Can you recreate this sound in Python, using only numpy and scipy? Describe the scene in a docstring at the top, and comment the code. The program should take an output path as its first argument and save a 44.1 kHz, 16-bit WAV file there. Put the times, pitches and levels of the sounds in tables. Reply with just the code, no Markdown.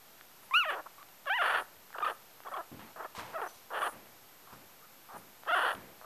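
"""A quiet room, a bed close to the microphone: a newborn puppy whimpers in squeaks that break into creaky pulses.
The voice is a train of uneven fold pulses through a shut and an open mouth, with a faint, dull room tail.
Shaped noise makes the nose air and low puffs of breath, dense grains the snuffles, ringing snaps the lip clicks.
Further off, dull thuds fall about every 0.6 s as dying bands of noise.
Steady coloured hiss and a thin, sign-flipping whine lie below."""
import sys
import numpy as np
from scipy import signal
from scipy.fft import rfft, irfft
from scipy.io import wavfile
from scipy.ndimage import uniform_filter1d

SR = 44100
rng = np.random.default_rng(int(sys.argv[2]) if len(sys.argv) > 2 else 0)


def voltage_ratio(level):
    """Linear amplitude factor for a level in decibels (scalar or array-like)."""
    return 10 ** (np.asarray(level, float) / 20)


def wrap_up_sound(samples):
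    """Save the sound to the file named by the first command line argument, as 16-bit audio."""
    columns = np.atleast_2d(samples).T
    # keep every value between -1 and 1, then stretch to whole-number steps
    tamed = np.clip(columns, -1, 1)
    steps = np.round(tamed * 32767).astype(np.int16)
    wavfile.write(sys.argv[1], SR, steps)


N = 266917  # samples

# colour of the room hiss: (frequency [Hz], level per Hz [dB])
ROOM_COLOUR = [(15, -45), (25, -13.5), (64, -13), (109, -4.5), (242, -4.5), (460, -3.5), (511, -3.5),
               (763, -1.5), (896, -2), (1110, -4), (1370, -3.5), (1610, -6), (10700, -14), (12000, -12),
               (14800, -12.5)]
ROOM_DB = -57.5
# thin electronic whine: (tone [Hz], rate of the full sign cycle, two flips each [Hz])
WHINE = (12272.7, 14.985)

# lip clicks: (time [s], peak [dB], ring [Hz], bright edge [dB])
CLICKS = [(0.211, -37, 1560, -13), (1.029, -40, 1230, -16), (1.088, -48, 834, -16), (1.258, -37, 1120, -13),
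          (1.905, -44, 860, -21), (1.929, -39, 1250, -23), (2.404, -38, 745, -21),
          (2.436, -42.5, 1460, -18), (2.794, -38, 770, -20), (3.151, -46, 1250, 7), (4.56, -50, 826, -16),
          (5.435, -37.5, 760, -26), (5.454, -42, 1200, -19), (5.751, -31, 769, -4)]

FADE_DB = 20  # depth reached after one rise or release time
# air hissing through the nostrils: (time [s], rise [s], hold [s], level [dB])
NOSE_AIR = [(.38, .06, .022, -65), (0.666, 0.035, .012, -62), (1.25, .022, 0.011, -71),
            (1.33, 0.12, .19, -60), (1.98, .08, .086, -65), (2.48, .04, 0.15, -72.5),
            (3.3, 0.12, .17, -67.5), (3.704, 0.13, 0.091, -55.5), (5.13, .052, .008, -60.5),
            (5.452, 0.11, 0.19, -59.5)]
AIR_SAG_DB_PER_S, AIR_RELEASE_S = 8, .04
# nostril resonances: (frequency [Hz], width [Hz], level [dB])
NOSE_RESONANCES = [(9860, 990, 12), (11450, 1800, 4.5), (14000, 3100, 1.5)]
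# one whistle in the nose, level before its wobble: (time [s], rise [s], hold [s], level [dB])
NOSE_WHISTLE = (3.464, .006, .025, -60)
WHISTLE_START_HZ, WHISTLE_SAG_HZ_PER_S, WHISTLE_RELEASE_S = 6080, 1200, .14

# snuffles in the sheet: (time [s], rise [s], hold [s], level of the low part [dB], treble against it [dB])
SNUFFLES = [(.42, .006, .06, -61, -4), (2.793, .004, .136, -48, -4), (3.147, 0.0039, 0.032, -42.5, -1.5),
            (3.165, 0.026, 0.019, -38, -2.5), (3.21, 0.023, 0.12, -44.5, -2.5),
            (3.483, 0.0073, 0.018, -53.5, 1.5), (3.524, 0.018, 0.11, -63, 5),
            (4.523, .004, .012, -51, -1.5)]
SNUFFLE_SAG_DB_PER_S, SNUFFLE_RELEASE_S = 70, .027
# nasal low part of a snuffle: (frequency [Hz], width [Hz], level [dB])
SNUFFLE_RESONANCES = [(900, 230, -1), (1680, 2720, -7.5)]

# one entry a cry: (mouth opening at rest [0-1], added gape on high notes [0-1], basic fold slackness [0-1]),
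# then rows of (time [s], vocal fold rate [Hz], level [dB], roughness before a small cut [0-1])
CRIES = [ ((0.33, 0.58, .14), [(.51, 1000, -39.5, 0.01), (.536, 1112, -37, 0.14), (.539, 1209, -24, 0.08),
         (.56, 1368, -22.5, 0.06), (.577, 1445, -23, 0.06), (.59, 1475, -27, 0.01),
         (.607, 1364, -27.5, 0.06), (.625, 1258, -31.5, 0.06), (.641, 1028, -36, 0), (.657, 669, -36, 0.04),
         (.665, 616, -36.5, 0.08), (.678, 640, -35.5, 0.04), (.697, 563, -30.5, 0.02),
         (.705, 540, -31.5, 0.41), (.721, 496.4, -37, 0.35), (.737, 390, -36, 0.14), (.753, 460, -39, .55),
         (.785, 330.5, -41, .28), (.801, 295.6, -40, .22), (.811, 288, -53, 0)]), ((.1, 0, .15),
         [(.859, 790, -50.5, 0.67), (.866, 850, -41, 0.43), (.873, 900, -52, .55)]), ((0.33, .1, 0),
         [(.981, 1104, -51, 0.03), (.995, 1180, -58, .25), (1.024, 1165, -54, 0.07)]), ((0.26, 0.27, 0.017),
         [(1.262, 605, -45, 0.28), (1.271, 571, -35.5, 0), (1.283, 538, -33.5, 0.06),
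         (1.292, 620, -36.5, 0.08), (1.303, 766, -28, 0), (1.319, 788, -28.5, .03), (1.343, 933, -31, 0.07),
         (1.361, 1022, -32.5, 0.05), (1.375, 959.4, -32, 0.09), (1.394, 698, -31.5, 0.05),
         (1.409, 715, -28.5, 0.1), (1.423, 555, -25.5, 0.15), (1.433, 500, -30, 0.42),
         (1.471, 680, -26.5, 0.71), (1.492, 441.7, -32, 0.33), (1.502, 780, -27.5, 0.61),
         (1.53, 594, -32.5, .7), (1.545, 551, -27.5, .5), (1.57, 652, -32, .7), (1.605, 452, -35.5, .62),
         (1.625, 406, -41.5, .5)]), ((0.22, .1, 0.19), [(1.938, 1902, -53, 0.01),
         (1.949, 1319, -39.5, 0.04), (1.953, 669.4, -42, 0.39), (1.966, 403.3, -43, .45),
         (1.984, 699, -34, 0.63), (1.992, 595.4, -40, 0.61), (2.0, 1800, -54, 0.01),
         (2.005, 1250, -34, .12), (2.01, 423, -43, .11), (2.022, 445, -36.5, 0.2),
         (2.047, 620, -33.5, 0.76), (2.06, 700, -34.5, 0.59), (2.074, 428, -33.5, .27),
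         (2.091, 500, -32.5, .5), (2.112, 500, -35.5, 0.69), (2.127, 570, -44, .2)]), ((0.23, .1, 0.24),
         [(2.449, 406.6, -53, 0.58), (2.464, 580, -43, 0.28), (2.484, 405.2, -38, 0.72),
         (2.5, 398, -55, .7), (2.514, 388, -42, 0.59), (2.552, 590.4, -41.5, 0.73), (2.572, 606, -35.5, .6),
         (2.58, 373, -38.5, 0.17), (2.592, 325, -38.5, 0.03), (2.606, 346, -38.5, 0),
         (2.611, 630, -43, 0.2), (2.62, 614, -55, 0.3)]), ((0.33, .1, .4), [(2.96, 500, -45.5, .5),
         (2.975, 403.6, -48.5, 0.47), (2.99, 398, -49, 0.62), (3.003, 318, -38.5, 0.36),
         (3.019, 399.7, -42.5, 0.52), (3.052, 405, -38, 0.49), (3.058, 600, -41.5, 0.17),
         (3.064, 607, -46, 0.08)]), ((0.4, .1, 0.57), [(3.332, 664, -50, 0.48), (3.346, 639, -40.5, 0.23),
         (3.36, 666, -34, 0.04), (3.376, 611, -39.5, 0), (3.38, 402, -39, 0.58), (3.4, 480, -37, 0.67),
         (3.417, 433, -34.5, 0.23), (3.426, 423, -35.5, .08), (3.442, 349, -37, 0.02),
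         (3.455, 301, -43, .4), (3.464, 334, -37.5, 0.47), (3.472, 420, -42.5, 0.33),
         (3.481, 604, -42, .2)]), ((0.22, .1, 0.26), [(3.704, 536.2, -44.5, 0.21),
         (3.732, 521.4, -38, 0.73), (3.748, 481.4, -35, 0.26), (3.79, 576, -35, 0.59),
         (3.804, 461, -39, 0.54), (3.82, 566.4, -32, 0.51), (3.86, 545, -35, 0.58), (3.878, 686, -33, 0.64),
         (3.886, 600, -39.5, 0.58), (3.898, 500, -45, 0.33)]), ((.1, 0, .1), [(4.472, 1153, -54, 0.32),
         (4.49, 1250, -61.5, 0.43), (4.53, 1150, -53.5, 0.28), (4.55, 1100, -57, 0.26)]), ((.1, 0, .1),
         [(4.81, 1300, -63, .3), (4.845, 1300, -59, 0.18), (4.857, 1280, -59, 0.16)]), ((0.12, .1, 0.13),
         [(5.088, 1150, -53, .3), (5.104, 950, -50, 0.28), (5.124, 500, -51, 0.81), (5.17, 679, -44.5, .65),
         (5.182, 500, -62, .6)]), ((.14, 0.45, .07), [(5.462, 276, -46, 0.39), (5.472, 415, -39.5, 0.18),
         (5.492, 656.4, -30.5, 0.09), (5.503, 638, -28.5, 0.09), (5.524, 687, -28.5, 0.04),
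         (5.534, 738.5, -26, 0.09), (5.547, 665.4, -25.5, 0.05), (5.553, 427.6, -31, 0.27),
         (5.57, 376, -26.5, 0.02), (5.582, 370.3, -29, 0.17), (5.592, 620, -25.5, 0.57),
         (5.604, 620, -31.5, 0.64), (5.624, 601.6, -30, 0.62), (5.657, 620, -30, 0.84),
         (5.716, 620, -32.5, 0.66), (5.73, 620, -35, .65), (5.742, 620, -45, 0.63)]), ((0.17, 0, 0.076),
         [(6.013, 129.5, -47.5, 0.16), (6.036, 500, -60, 0.74), (6.052, 620, -41.5, 0.68)]), ]
# moments in another, steady register: (time [s], length [s], rate [Hz], level at mid-flip [dB])
FLIPS = [(1.967, .01, 1300, -47), (2.024, .019, 1219, -28.5), (2.062, .009, 1250, -27),
         (2.47, .01, 1111, -40), (2.502, .009, 1800, -55), (2.535, .013, 1119, -36),
         (2.566, .004, 1153, -34), (3.035, .011, 1090, -46.5), (3.406, .007, 1090, -48),
         (3.825, .012, 1153, -28.5), (5.505, .011, 309, -29), (5.632, .013, 508, -29)]
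FLIP_ROUGHNESS, FLIP_GAPE, FLIP_SLACK = .074, .03, .25
FLIP_EDGE_DB = -3.5  # a flip swells and shrinks again
# the voice catches: (time [s], length [s])
CATCHES = [(1.977, .004), (1.991, .007), (2.093, .003), (2.12, .004), (2.478, .004), (2.509, .004),
           (2.56, .003), (3.412, .003), (3.455, .005), (3.477, .004), (3.727, .003), (3.792, .003),
           (5.719, .005)]
CATCH_DB = -21.5
GAPE_FROM_HZ, GAPE_FULL_HZ = 590, 1150  # the mouth opens as the pitch climbs
CLOSING_S, CLOSING_SLACK = .024, .41  # the folds go limp as a cry ends
# folds slacken when faint, and close softly on high notes
SLACK_PER_DB, SLACK_BELOW_DB, SLACK_ON_TOP = .1, -34, .33
# throat resonances, mouth shut: (frequency [Hz], width [Hz], level [dB])
SHUT_MOUTH = [(620, 477, -2), (1300, 414, 7.5), (1824, 250, 3.5), (2868, 370, -4), (3415, 570, -12.5)]
# throat resonances, mouth open: (frequency [Hz], width [Hz], level [dB])
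OPEN_MOUTH = [(1100, 530, 0.02), (2420, 884, 0.0063), (2864, 408, 1.44)]
# overtones let out by the wide open mouth: (frequency [Hz], width [Hz], level [dB])
HIGH_OVERTONES = [(5830, 1900, -43.5), (10200, 1000, -40), (13800, 2200, -43)]
NASAL_DIP_HZ = 2200
BEDROOM_T60_S, BEDROOM_DB = .35, -27

# low puffs of breath on the microphone: (time [s], rise [s], hold [s], level [dB])
PUFFS = [(1.47, 0.06, .09, -67), (1.7, 0.086, 0.021, -72), (3.766, 0.054, .01, -70),
         (5.78, 0.049, .04, -66), (5.92, .048, .01, -78)]
PUFF_SAG_DB_PER_S, PUFF_RELEASE_S = 10, .09

# far thuds: (time [s], level [dB], boom below 150 Hz [dB], knock above 400 Hz [dB])
THUDS = [(2.715, -43, -1, -3.5), (3.177, -48.5, 3.5, 10), (3.92, -49.5, -1.5, 5.5), (4.525, -51, 1, 2.5),
         (5.137, -49, -4, 0.5), (5.746, -45, 1.5, 3.5)]
# how the thuds die away: (band centre [Hz], level [dB], decay by 60 dB [s])
THUD_BANDS = [(106, -11.5, 0.69), (221, -5.5, 0.69), (500, -12.5, 1), (1000, -14, 0.66),
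              (1800, -16.5, 0.98)]
OFFSET = -.00055  # constant shift of the waveform [full scale]


def rms_one(x):
    """Scales to unit power."""
    return x / np.sqrt(np.mean(x ** 2) + 1e-20)


def band(x, low_hz, high_hz, order=2):
    """Butterworth band-pass."""
    edges = [low_hz, min(high_hz, .45 * SR)]
    return signal.sosfilt(signal.butter(order, edges, "band", fs=SR, output="sos"), x)


def resonate(x, modes):
    """Parallel resonances, signs alternating."""
    out = 0
    for k, (hz, width_hz, db) in enumerate(modes):
        radius = np.exp(-np.pi * width_hz / SR)
        b = np.array([1, 0, -1]) * (1 - radius * radius) / 2
        a = [1, -2 * radius * np.cos(2 * np.pi * hz / SR), radius * radius]
        out = out + (-1) ** k * voltage_ratio(db) * signal.lfilter(b, a, x + 1e-18)
    return out


def pulses(times, sizes):
    """Band-limited clicks that may fall between samples."""
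    at = np.asarray(times) * SR
    index = at.astype(int)[:, None] + np.arange(-7, 9)
    lag = index - at[:, None]
    click = np.sinc(.8 * lag) * np.cos(np.pi * lag / 16) ** 2
    out = np.zeros(N + 4000)
    np.add.at(out, index, np.asarray(sizes)[:, None] * click)
    return out[:N]


def swell(s, rise_s, hold_s, db, sag_db_per_s, release_s):
    """Gain that rises, holds while sagging, then lets go."""
    since = np.arange(N) / SR - s - rise_s
    edge = np.maximum(-since / rise_s, (since - hold_s) / release_s).clip(0)
    fall_db = FADE_DB * edge + sag_db_per_s * since.clip(0)
    return voltage_ratio(db - np.minimum(fall_db, 150)) * (since > -rise_s)


def room_hiss():
    """Steady noise with the colour of room and preamplifier together."""
    hz = np.arange(N // 2 + 1) * SR / N + 1
    colour_hz, colour_db = np.transpose(ROOM_COLOUR)
    colour = voltage_ratio(np.interp(np.log(hz), np.log(colour_hz), colour_db))
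    return voltage_ratio(ROOM_DB) * rms_one(irfft(rfft(rng.standard_normal(N)) * colour, N))


def whine(db, first_flip_s):
    """A thin tone from the electronics that changes sign thirty times a second."""
    t = np.arange(N) / SR
    hz, flips_hz = WHINE
    sign = np.tanh(5.4 * np.sin(2 * np.pi * flips_hz * (t - first_flip_s)))
    return np.sqrt(2) * voltage_ratio(db) * sign * np.sin(2 * np.pi * hz * t)


def clicks():
    """Wet lips part: a snap that rings for a cycle or two."""
    out = 0
    for s, db, hz, edge_db in CLICKS:
        pop = pulses([s], [1])
        ring = resonate(resonate(pop, [(hz, 1100, 0)]), [(hz, 1100, 0)])
        edge = band(resonate(pop, [(2870, 1000, edge_db)]), 1600, 3700)
        snap = ring + edge
        out = out + voltage_ratio(db) * snap / np.abs(snap).max()
    return out


def nose_air(voice, flutter):
    """Turbulent air, throbbing a little with the voice, and one short whistle."""
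    level = sum(swell(*row, AIR_SAG_DB_PER_S, AIR_RELEASE_S) for row in NOSE_AIR)
    throb = np.abs(voice) / np.sqrt(uniform_filter1d(voice ** 2, size=900).clip(0) + 1e-6)
    hiss = rms_one(resonate(rng.standard_normal(N), NOSE_RESONANCES))
    hiss = hiss * (1 + flutter * uniform_filter1d(throb, size=40))
    since = np.arange(N) / SR - NOSE_WHISTLE[0]
    wobble = .64 + .54 * rms_one(band(rng.standard_normal(N), 24, 200))
    # halving the sag in the phase makes the pitch fall at the full rate
    turns = (WHISTLE_START_HZ - WHISTLE_SAG_HZ_PER_S * since / 2) * since
    whistle = np.sqrt(2) * wobble * np.sin(2 * np.pi * turns)
    return level * hiss + swell(*NOSE_WHISTLE, 0, WHISTLE_RELEASE_S) * whistle


def snuffles(grains_per_s, spread_db):
    """Dense uneven grains of air and cloth: a nasal low part and a broad hiss."""
    falls = rng.random(N) < grains_per_s / SR
    sizes = voltage_ratio(spread_db * np.minimum(rng.exponential(1, N), 4))
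    grains = falls * sizes * rng.choice([-1, 1], N)
    low = rms_one(resonate(grains, SNUFFLE_RESONANCES))
    treble = rms_one(band(grains, 1750, 5800, order=1))
    out = 0
    for *row, treble_db in SNUFFLES:
        gain = swell(*row, SNUFFLE_SAG_DB_PER_S, SNUFFLE_RELEASE_S)
        out = out + gain * (low + voltage_ratio(treble_db) * treble)
    return out


def folds_at(t, cry):
    """Rate, level, roughness, mouth opening and slackness of one cry at one moment."""
    (rest, gape, slack), table = cry
    s, *columns = np.transpose(table)
    hz, db, rough = (np.interp(t, s, column) for column in columns)
    slack = slack + SLACK_PER_DB * max(SLACK_BELOW_DB - db, 0)
    slack = slack + CLOSING_SLACK * np.exp((t - s[-1]) / CLOSING_S)
    for start, length, flip_hz, flip_db in FLIPS:
        if start <= t < start + length:
            hz = flip_hz
            db = flip_db + FLIP_EDGE_DB * (2 * (t - start) / length - 1) ** 2
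            rough, gape, slack = FLIP_ROUGHNESS, FLIP_GAPE, FLIP_SLACK
    db += CATCH_DB * any(start <= t < start + length for start, length in CATCHES)
    high = np.clip((hz - GAPE_FROM_HZ) / (GAPE_FULL_HZ - GAPE_FROM_HZ), 0, 1)
    return hz, db, np.clip(rough - .05, 0, 1), rest + gape * high, slack + SLACK_ON_TOP * high


def throat(times, sizes, opening, slack, turbulence):
    """Each pulse is shared between the shut and the open mouth; slack folds close softly and sound dull."""
    air = rng.standard_normal(N)

    def gusts(share):
        """A short burst of rushing air follows every rough pulse."""
        return air * signal.lfilter([1], [1, -.985], pulses(times, sizes * share * turbulence))

    def folds(share):
        """Firm closures, dull soft closures and gusts of one share of the pulses."""
        firm = pulses(times, sizes * share * (1 - slack))
        soft = band(pulses(times, sizes * share * slack), 87, 884)
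        return firm + 1.94 * soft + gusts(share * (1 - slack))

    nasal_dip = signal.iirnotch(NASAL_DIP_HZ, 3.0, fs=SR)
    shut = signal.lfilter(*nasal_dip, resonate(folds(1 - opening), SHUT_MOUTH))
    shut = band(band(shut, 250, 6000), 120, 3850, order=3)
    wide = band(resonate(folds(opening), OPEN_MOUTH), 570, 4080, order=3)
    rasp = band(gusts(1 - slack), 3500, 4600, order=4)
    # the cube favours the wide open mouth
    bright = band(pulses(times, sizes * opening ** 3), 5000, 15000)
    return shut + wide + voltage_ratio(-17.5) * rasp + resonate(bright, HIGH_OVERTONES)


def cries(jitter, memory, shimmer_db, breathy):
    """The folds close cycle after cycle; roughness makes the cycles uneven in length and strength."""
    rows = []
    for cry in CRIES:
        table = cry[1]
        t, end = table[0][0], min(table[-1][0], N / SR)
        lengths, strengths = rng.standard_normal((500, 2)).T
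        # a long cycle tends to follow a long one
        lengths = signal.lfilter([np.sqrt(1 - memory ** 2)], [1, -memory], lengths)
        for length, strength in zip(lengths, strengths):
            if t > end:
                break
            hz, db, rough, opening, slack = folds_at(t, cry)
            pulse_db = db + shimmer_db * rough * np.clip(strength, -2, .5)
            rows.append((t, pulse_db, opening, slack, breathy * rough))
            t += np.exp(np.clip(jitter * rough * length, -1, .7)) / hz
    times, db, *shape = np.transpose(rows)
    shape = np.clip(shape, 0, 1)
    # the effort sets the loudness whatever the pitch: equal pulses show what the throat adds
    even = throat(times, np.ones_like(times), *shape)
    power = uniform_filter1d(uniform_filter1d(even ** 2, size=200), size=200)
    loudness = np.sqrt(power.clip(0) + 1e-9)
    near = np.minimum((times * SR).astype(int) + 40, N - 1)
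    return throat(times, voltage_ratio(db) / loudness[near], *shape)


def bedroom(x):
    """Soft furnishings return a faint, dull tail."""
    t = np.arange(SR // 2) / SR
    noise = band(rng.standard_normal(len(t)), 480, 2400)
    tail = noise * voltage_ratio(-60 * t / BEDROOM_T60_S) * (t > .004)
    return voltage_ratio(BEDROOM_DB) * signal.fftconvolve(x, tail / np.sqrt(np.sum(tail ** 2)))[:N]


def puffs():
    """The puppy's breath pushes slow, low puffs of air against the microphone."""
    level = sum(swell(*row, PUFF_SAG_DB_PER_S, PUFF_RELEASE_S) for row in PUFFS)
    return level * rms_one(band(rng.standard_normal(N), 30, 146))


def thuds():
    """Each thud reaches us as the room's tail, dying band by band."""
    out, t = np.zeros(N), np.arange(N) / SR
    for hz, band_db, t60 in THUD_BANDS:
        level = 0
        for s, db, boom_db, knock_db in THUDS:
            since = np.clip(t - s, 0, None)
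            colour_db = boom_db * (hz < 150) + knock_db * (hz > 400)
            onset = 1 - np.exp(-since / .0011)
            level = level + voltage_ratio(db + colour_db - 60 * since / t60) * onset
        noise = rms_one(band(rng.standard_normal(N), hz / 1.39, hz * 1.44))
        out += voltage_ratio(band_db) * level * noise
    return out


def scene():
    """One microphone feeds both channels."""
    voice = cries(jitter=.7, memory=.45, shimmer_db=6, breathy=.083)
    floor = room_hiss() + whine(db=-64.5, first_flip_s=.0122)
    puppy = clicks() + nose_air(voice, flutter=.88) + snuffles(grains_per_s=3000, spread_db=1.5) + voice
    heard = floor + puppy + bedroom(voice) + puffs() + thuds()
    return np.stack([heard, heard])


def band_limit(x):
    """A steep low-pass at the top of the band."""
    return signal.sosfilt(signal.butter(12, 15310, fs=SR, output="sos"), x)


def record(dry):
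    """A steep low-pass cuts the top and a small constant offset is added."""
    cut = signal.cheby2(14, 60, 15450, fs=SR, output="sos")
    mix = signal.sosfilt(cut, dry) + OFFSET
    return band_limit(mix)


dry = scene()
out = record(dry)
wrap_up_sound(out)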